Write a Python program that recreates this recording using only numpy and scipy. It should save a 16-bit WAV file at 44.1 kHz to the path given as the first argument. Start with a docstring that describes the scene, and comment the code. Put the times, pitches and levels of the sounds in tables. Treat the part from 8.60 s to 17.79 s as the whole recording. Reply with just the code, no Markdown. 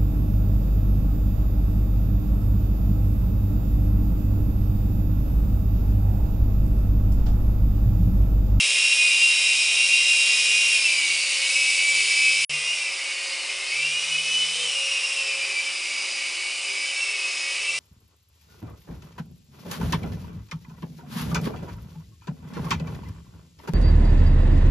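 """A small coaxial toy helicopter flies about a bare bedroom, first close by, then farther off.
Two pulse-driven motors, one for each rotor, whine through plastic gears at the tooth-meshing rate,
which follows the throttle. Tooth impacts excite the frame's resonances, the brushes hiss by friction,
and the blades hum and stir the air. The walls add reverberation, a larger share at a distance."""
import sys
import numpy as np
from scipy import signal
from scipy.fft import rfft, irfft, next_fast_len
from scipy.io import wavfile
from scipy.ndimage import uniform_filter1d, map_coordinates

SR = 44100
rng = np.random.default_rng(int(sys.argv[2]) if len(sys.argv) > 2 else 0)


def to_wav(s):
    """Save 16-bit WAV."""
    ch = np.atleast_2d(s).T  # columns
    pcm = np.round(np.clip(ch, -1, 1) * 32767)  # PCM
    wavfile.write(sys.argv[1], SR, pcm.astype(np.int16))


N = 405279
TIME_S = np.arange(N) / SR

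PINION_TEETH, WHEEL_TEETH = 7, 74
DRIVE_HZ = 541.2  # pulse rate of the motor current
NEAR_END_S, FAR_START_S = 3.849, 3.895


def amp(db):
    """Decibels to amplitude ratio."""
    return 10 ** (np.asarray(db) / 20)


def unit(x):
    """Normalisation to rms 1."""
    return x / np.sqrt(np.mean(x ** 2) + 1e-20)


def even(x):
    """Running normalisation to rms 1 over a tenth of a second; faster flutter stays."""
    return x / np.sqrt(np.abs(uniform_filter1d(x ** 2, SR // 10)) + 1e-12)


def along(points, hz):
    """Interpolation of (frequency_hz, value) points on a logarithmic frequency axis."""
    frequency_hz, values = np.transpose(points)
    return np.interp(np.log(hz + 1), np.log(frequency_hz + 1), values)


def wobble(rate):
    """Smooth random modulation: a spline through `rate` knots a second."""
    knots = rng.standard_normal(int(N * rate / SR) + 4)
    steps = np.arange(10 * len(knots)) / 10
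    return np.interp(TIME_S * rate, steps, map_coordinates(knots, [steps]))


def filtered(x, response):
    """Linear filtering: the spectrum times a frequency response."""
    size = next_fast_len(N + SR // 2)
    return irfft(rfft(x, size) * response(np.fft.rfftfreq(size, 1 / SR)), size)[:N]


def coloured(x, spectrum):
    """Spectral shaping by (frequency_hz, gain_db) points, at rms 1."""
    return unit(filtered(x, lambda hz: amp(along(spectrum, hz))))


def by_place(near, far):
    """One value for the close flight, another for the distant one."""
    return np.where(TIME_S < NEAR_END_S, near, far)


def swells(sound):
    """Gaussian envelopes, in dB, by which one sound swells or sinks."""
    # Passing changes of level: sound, centre_s, half_length_s, gain_db
    bells = [("slow", 0.45, 0.077, 8.6), ("slow", 1.96, 0.069, 7.9), ("slow", 3.296, 0.14, 6.6),
             ("slow", 3.58, 0.12, 4.9), ("slow", 5.17, 0.05, 6.64), ("slow", 5.58, 0.12, 4.27),
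             ("slow", 6.98, 0.044, 10.7), ("fast", 0.31, 0.045, 6.7), ("fast", 1.224, 0.046, 4),
             ("fast", 0.655, 0.052, 6.3), ("fast", 1.352, 0.034, 10.3), ("fast", 1.54, 0.07, 5.1),
             ("fast", 2.015, 0.058, 5.5), ("fast", 3.05, 0.15, 5), ("fast", 3.67, 0.054, 9.1),
             ("fast", 5.3, 0.083, 4), ("fast", 5.79, 0.093, 5.5), ("fast", 8.65, 0.035, 6.3),
             ("fast", 9.1, 0.031, 7.2), ("controller", 4.68, 0.29, 6.4), ("controller", 6.24, 0.12, 11),
             ("controller", 6.75, 0.21, 12), ("hum", 3.94, 0.08, 14.2), ("hum", 5.2, 0.1, 9.4),
             ("hum", 6.3, 0.2, -20), ("hum", 8.45, 0.24, -13), ("hum", 9.14, 0.1, 5),
             ("downwash", 1, 0.45, 11), ("downwash", 7.77, 0.2, 10)]
    return sum(db * np.exp(-((TIME_S - centre_s) / half_s) ** 2)
               for name, centre_s, half_s, db in bells if name == sound)


def room(x, wet_db, count=3):
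    """Reverberation: direct sound plus reflections whose pattern shifts as the craft drifts."""
    # Reverberation time of the room: frequency_hz, t60_s
    walls = [(150, 0.12), (2500, 0.46), (10000, 0.14)]
    hz, t, spectra = signal.stft(rng.standard_normal((count, SR // 2)), SR, nperseg=256)
    decay = amp(-60 * t / along(walls, hz)[:, None])
    tails = signal.istft(spectra * decay, SR, nperseg=256)[1]
    running = np.pad(x, (tails.shape[1] - 1, 0), "reflect")  # the room already rings at the start
    reflections = signal.oaconvolve(running[None], tails / np.linalg.norm(tails[0]), "valid", axes=1)
    drift = np.array([wobble(1.5) for _ in range(count)])
    wet = np.sum(reflections * drift, axis=0) / np.sqrt(np.sum(drift ** 2, axis=0) + 0.055)
    return unit(x + amp(wet_db) * wet)


def teeth_passed(tooth_hz, flutter, hunting):
    """Phase, in teeth, is the integral of rate; load and throttle add flutter, the gyro slow hunting."""
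    octaves_per_s = uniform_filter1d(np.abs(np.gradient(np.log2(tooth_hz))) * SR, size=SR // 10)
    unsteady = flutter + 0.005 * octaves_per_s
    return np.cumsum(tooth_hz * (1 + unsteady * wobble(45) + hunting * wobble(6))) / SR


def whine_gain(sound, tooth_hz, gear):
    """Interference with a wall's echo, weaker in swells, adds to the gear's response; all in dB."""
    swell_db = swells(sound)
    echo = np.clip(0.49 * amp(-swell_db), 0, .95)
    lag_rad = 2.43 * wobble(6)  # the echo slides in and out of step as the craft drifts
    interference_db = 10 * np.log10(1 + 2 * echo * np.cos(lag_rad) / (1 + echo ** 2))
    return along(gear, tooth_hz) + swell_db + interference_db


def whine(teeth, level_db, wet_db, runout, rough):
    """The gear-mesh tone, amplitude-modulated once a rotor turn by an off-centre wheel."""
    throb = 1 + runout * np.sin(2 * np.pi * teeth / WHEEL_TEETH) + rough * wobble(160)
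    return amp(level_db) * even(room(throb * np.sin(2 * np.pi * teeth), wet_db))


def frame(x):
    """Forced vibration: the frame's resonances colour x, differently at each place in the room."""
    # The frame's response close by and from afar: frequency_hz, gain_db
    frame_near = [(900, -38), (1500, -20), (1900, -16.5), (2150, -4), (2500, -4), (2950, 0), (3250, -8),
                  (3550, -7.5), (3850, -4), (4300, -11), (5050, -5), (5900, -9.5), (8000, -12),
                  (11000, -13.5)]
    frame_far = [(900, -29), (1500, -14), (1850, -11.5), (2100, -3), (2400, 1.5), (3000, 1.5), (3250, -8.5),
                 (3850, -3.5), (4300, -10), (5050, -2.5), (5900, -6), (8000, -21), (11000, -38)]
    return by_place(coloured(x, frame_near), coloured(x, frame_far))


def overtones(teeth, upper_db, lower_db, wet_db):
    """Shaft harmonics, and the modulation sidebands that the pulsed current sets around the mesh tone."""
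    # Harmonics of the motor shaft that shake the frame: order, relative_db
    shaft = [(5, -7.5), (6, -0.5), (8, -2.5), (9, -11.5), (13, -3.5), (14, 3), (15, -7), (21, 2), (28, 0)]
    turns = teeth / PINION_TEETH + 0.0037 * wobble(200)  # backlash blurs the high orders
    orders = np.zeros(N)
    for order, db in shaft:
        strength = amp(db + 3.9 * wobble(7) + 2.2 * wobble(40))
        orders += strength * np.sin(2 * np.pi * (order * turns + rng.random()))
    pulses = DRIVE_HZ * TIME_S
    upper = amp(upper_db) * np.sin(2 * np.pi * (teeth + pulses))
    lower = amp(lower_db) * np.sin(2 * np.pi * (teeth - pulses))
    return even(frame(room(orders + upper + lower, wet_db)))


def tooth_clicks(teeth, loose, scatter=0.06):
    """An impulse per tooth: the wheel's flaws repeat every turn, backlash varies timing and force."""
    tooth = np.arange(1, int(teeth[-1]))
    flaws = rng.standard_normal(WHEEL_TEETH)
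    timing_error, force_error = rng.standard_normal((len(tooth), 2)).T
    at_sample = np.interp(tooth + scatter * timing_error, teeth, np.arange(N))
    force = flaws[tooth % WHEEL_TEETH] + loose * force_error
    return np.bincount(np.round(at_sample).astype(int), force, N)


def rasp(teeth):
    """Random modulation by uneven tooth forces spreads a noise band around each mesh harmonic."""
    # Bands around the mesh harmonics: harmonic, width_hz, relative_db
    skirts = [(1, 330, -5.5), (2, 420, -8), (3, 900, -15)]
    return sum(amp(db) * wobble(width) * np.sin(2 * np.pi * (k * teeth + 0.15 * wobble(width / 2)))
               for k, width, db in skirts)


def gears(slow, fast, gain_db):
    """Impact excitation: both gear trains rattle the frame and rasp at their own pitch."""
    clicks = tooth_clicks(slow, loose=0.84) + tooth_clicks(fast, loose=1.0)
    rattle = amp(5.5) * frame(room(clicks, wet_db=-3.5))
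    grind = amp(by_place(-2, 0)) * room(rasp(slow) + rasp(fast), wet_db=-2.5)
    return amp(gain_db + 0.39 * wobble(14)) * (rattle + grind)


def brushes(teeth, level_db, depth):
    """Friction noise of the brushes, modulated once a turn of the motor shaft."""
    # Spectrum of the sliding contact: frequency_hz, gain_db
    hiss = [(1500, -43.5), (3500, 2), (6000, -2), (8200, 4), (9500, 3.5), (10400, -5.5)]
    scrape = rng.standard_normal(N) * (1 + depth * np.sin(2 * np.pi * teeth / PINION_TEETH))
    return amp(level_db + 0.45 * wobble(12)) * coloured(scrape, hiss)


def frame_ring(pitch_hz, width_hz, level_db, hold_s, fall_db_per_s):
    """Resonance: one sharp mode of the frame, shaken at random, holds and then dies away."""
    envelope = amp(level_db - fall_db_per_s * np.maximum(TIME_S - hold_s, 0))
    mode = filtered(rng.standard_normal(N), lambda hz: 1 / (1 + (2 * (hz - pitch_hz) / width_hz) ** 2))
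    return envelope * unit(mode)


def low_tone(hz, gain_db):
    """Standing waves: a gliding low tone swells as it crosses the room's modes."""
    # The room's response to low tones: frequency_hz, gain_db
    low_modes = [(235, -77), (268, -62.5), (295, -76), (325, -67), (350, -65.5), (385, -69), (415, -65),
                 (480, -66), (520, -71), (650, -65.5)]
    rms = amp(gain_db + along(low_modes, hz) + 3.6 * wobble(9))
    return np.sqrt(2) * rms * np.sin(2 * np.pi * np.cumsum(hz) / SR)


def rotors(teeth, tooth_hz, wash_db, unbalance_db):
    """Periodic blade loading hums and buzzes, unbalance adds a shaft tone, turbulence a wash of air."""
    # Blade hum as the room's modes shape it, close by and far off: pitch_hz, level_db
    hum_near = [(127, -61), (139, -61), (150, -61.5)]
    hum_far = [(131, -78), (139, -68), (147, -63), (152, -58), (160, -52), (171, -58)]
    # Harmonics of the rotor's turning rate: order, relative_db
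    blade_orders = [(8, -1), (10, -2), (12, 6.5), (14, -13), (16, 3)]
    # Spectrum of the stirred air: frequency_hz, gain_db
    turbulence = [(20, -25), (70, -26), (105, -41), (220, -42.5), (300, -17), (360, -9), (560, -0.5),
                  (800, -1), (1150, 1.5), (1700, -6), (2600, -12)]
    crossings_per_tooth = 4 / WHEEL_TEETH  # two pairs of blades cross four times a turn
    hum_hz = crossings_per_tooth * tooth_hz
    hum_db = by_place(along(hum_near, hum_hz), along(hum_far, hum_hz)) + swells("hum")
    hum = amp(hum_db + 2.6 * wobble(8.3)) * np.sin(2 * np.pi * crossings_per_tooth * teeth)
    buzz = amp(-3.5) * sum(low_tone(order * tooth_hz / WHEEL_TEETH, db) for order, db in blade_orders)
    shake = low_tone(tooth_hz / PINION_TEETH, unbalance_db)
    wash = amp(wash_db + 0.77 * wobble(7.6)) * coloured(rng.standard_normal(N), turbulence)
    return hum + buzz + shake + wash


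def downwash(level_db, gust_db):
    """Wind noise: pressure fluctuations in the rotors' gusts rumble faintly on the microphone."""
    # Spectrum of the gusts: frequency_hz, gain_db
    rumble = [(20, -6), (50, -5), (78, -7), (95, -22), (200, -39), (600, -92.5)]
    envelope = amp(level_db + swells("downwash") - gust_db * wobble(7))
    return envelope * coloured(rng.standard_normal(N), rumble)


def controller(level_db, octave_db):
    """Magnetic forces of the chopped current make the windings sing at the pulse rate and its octave."""
    wavering_db = level_db + swells("controller") + wobble(3.04)
    phase = 2 * np.pi * DRIVE_HZ * TIME_S + 0.25 * wobble(4.7)
    tone = np.sin(phase) + amp(octave_db + 4.1 * wobble(4)) * np.sin(2 * phase)
    return amp(wavering_db + 1.75 * wobble(15)) * unit(tone)


def faint_tone(pitch_hz, level_db):
    """A faint pure tone of steady pitch wavers slowly in amplitude."""
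    return amp(level_db + 1.6 * wobble(3.15)) * np.sin(2 * np.pi * pitch_hz * TIME_S)


def hoot(centre_s, half_length_s, pitch_hz, peak_db):
    """A brief low tone swells and fades under a Gaussian envelope."""
    t = TIME_S - centre_s
    return amp(peak_db) * np.exp(-(t / half_length_s) ** 2) * np.sin(2 * np.pi * pitch_hz * t)


def scene():
    """Superposition of all sources; farther off, reverberation takes over from the direct path."""
    # Mesh rates of the slower motor and of the faster one, which also steers: time_s, tooth_hz
    slow_motor = [(0.0, 2476), (1.2, 2487), (2.12, 2478), (2.5, 2243), (2.73, 2212), (2.95, 2281),
                  (3.25, 2303), (3.84, 2310), (3.9, 2477), (4.1, 2478), (4.3, 2311), (5.0, 2067),
                  (5.17, 2331), (5.5, 2545), (6.1, 2627), (6.48, 2510), (6.84, 2363), (7.3, 2278),
                  (7.8, 2242), (8.3, 2299), (8.55, 2225), (8.95, 2266), (9.18, 2357)]
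    fast_motor = [(0.0, 2736), (0.65, 2766), (0.85, 2737), (1.35, 2760), (2.07, 2767), (2.25, 2676),
                  (2.4, 2445), (2.65, 2355), (2.9, 2578), (3.84, 2576), (3.9, 2751), (4.13, 2826),
                  (4.35, 2491), (4.8, 2396), (4.9, 2553), (5.11, 2521), (5.3, 2841), (5.55, 2957),
                  (5.91, 3012), (5.96, 3180), (6.03, 3160), (6.09, 2864), (6.5, 2745), (6.81, 2555),
                  (7.3, 2475), (7.8, 2428), (8.0, 2451), (8.3, 2512), (8.4, 2703), (8.6, 2550),
                  (8.92, 2538), (9.18, 2764)]
    # How strongly each gear train sings at a given mesh rate: tooth_hz, gain_db
    slow_gear = [(2070, -10), (2200, -2.5), (2320, 1.5), (2480, 0.5), (2550, 3.5), (2610, -6.5)]
    fast_gear = [(2430, -11.5), (2570, -2.5), (2670, 1.5), (2760, 1.5), (3000, 2), (3180, -4)]
    slow_hz = np.interp(TIME_S, *np.transpose(slow_motor))
    fast_hz = np.interp(TIME_S, *np.transpose(fast_motor))
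    slow = teeth_passed(slow_hz, flutter=.001, hunting=.0005)
    fast = teeth_passed(fast_hz, flutter=.0014, hunting=.0008)
    hover_hz = 2500
    octaves_above_hover = np.log2((slow_hz + fast_hz) / 2 / hover_hz)
    rattle_db = by_place(-30, -37) + 6 * octaves_above_hover  # faster motors are louder
    hiss_db = by_place(-29.5, -35) + 12.5 * octaves_above_hover
    wet_db = by_place(-2.5, 1.0)

    slow_db = by_place(-29, -35.5) + whine_gain("slow", slow_hz, slow_gear)
    mix = whine(slow, slow_db, wet_db, runout=0.23, rough=0.055)
    fast_db = by_place(-26.5, -32.5) + whine_gain("fast", fast_hz, fast_gear)
    mix += whine(fast, fast_db, wet_db, runout=0.11, rough=0.14)
    mix += amp(rattle_db + by_place(-3, -2)) * overtones(slow, upper_db=-2, lower_db=-20, wet_db=wet_db)
    mix += amp(rattle_db + by_place(-.5, 0)) * overtones(fast, upper_db=0, lower_db=-7.5, wet_db=wet_db)
    mix += gears(slow, fast, rattle_db - .5)
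    mix += brushes(fast, hiss_db, depth=.2)
    mix += frame_ring(pitch_hz=3830, width_hz=140, level_db=-32.5, hold_s=1.8, fall_db_per_s=44)
    mix += rotors(fast, fast_hz, wash_db=-45, unbalance_db=1)
    mix += downwash(level_db=by_place(-72.5, -83), gust_db=1.5)
    mix += controller(level_db=by_place(-55.5, -57.5), octave_db=-10.5)
    mix += faint_tone(pitch_hz=1191, level_db=by_place(-80, -54))
    mix += hoot(centre_s=6.02, half_length_s=0.085, pitch_hz=489, peak_db=-44.5)
    return np.array([mix, mix])


def record(dry):
    """Band-limited mono sound, gated off for an instant between the two flights."""
    cutoff_hz = 10480
    gate = uniform_filter1d(1.0 * ((TIME_S < NEAR_END_S) | (TIME_S > FAR_START_S)), size=40)
    mono = filtered(dry.mean(axis=0) * gate, lambda hz: hz < cutoff_hz)
    return np.array([mono, mono])


dry = scene()
out = record(dry)
to_wav(out)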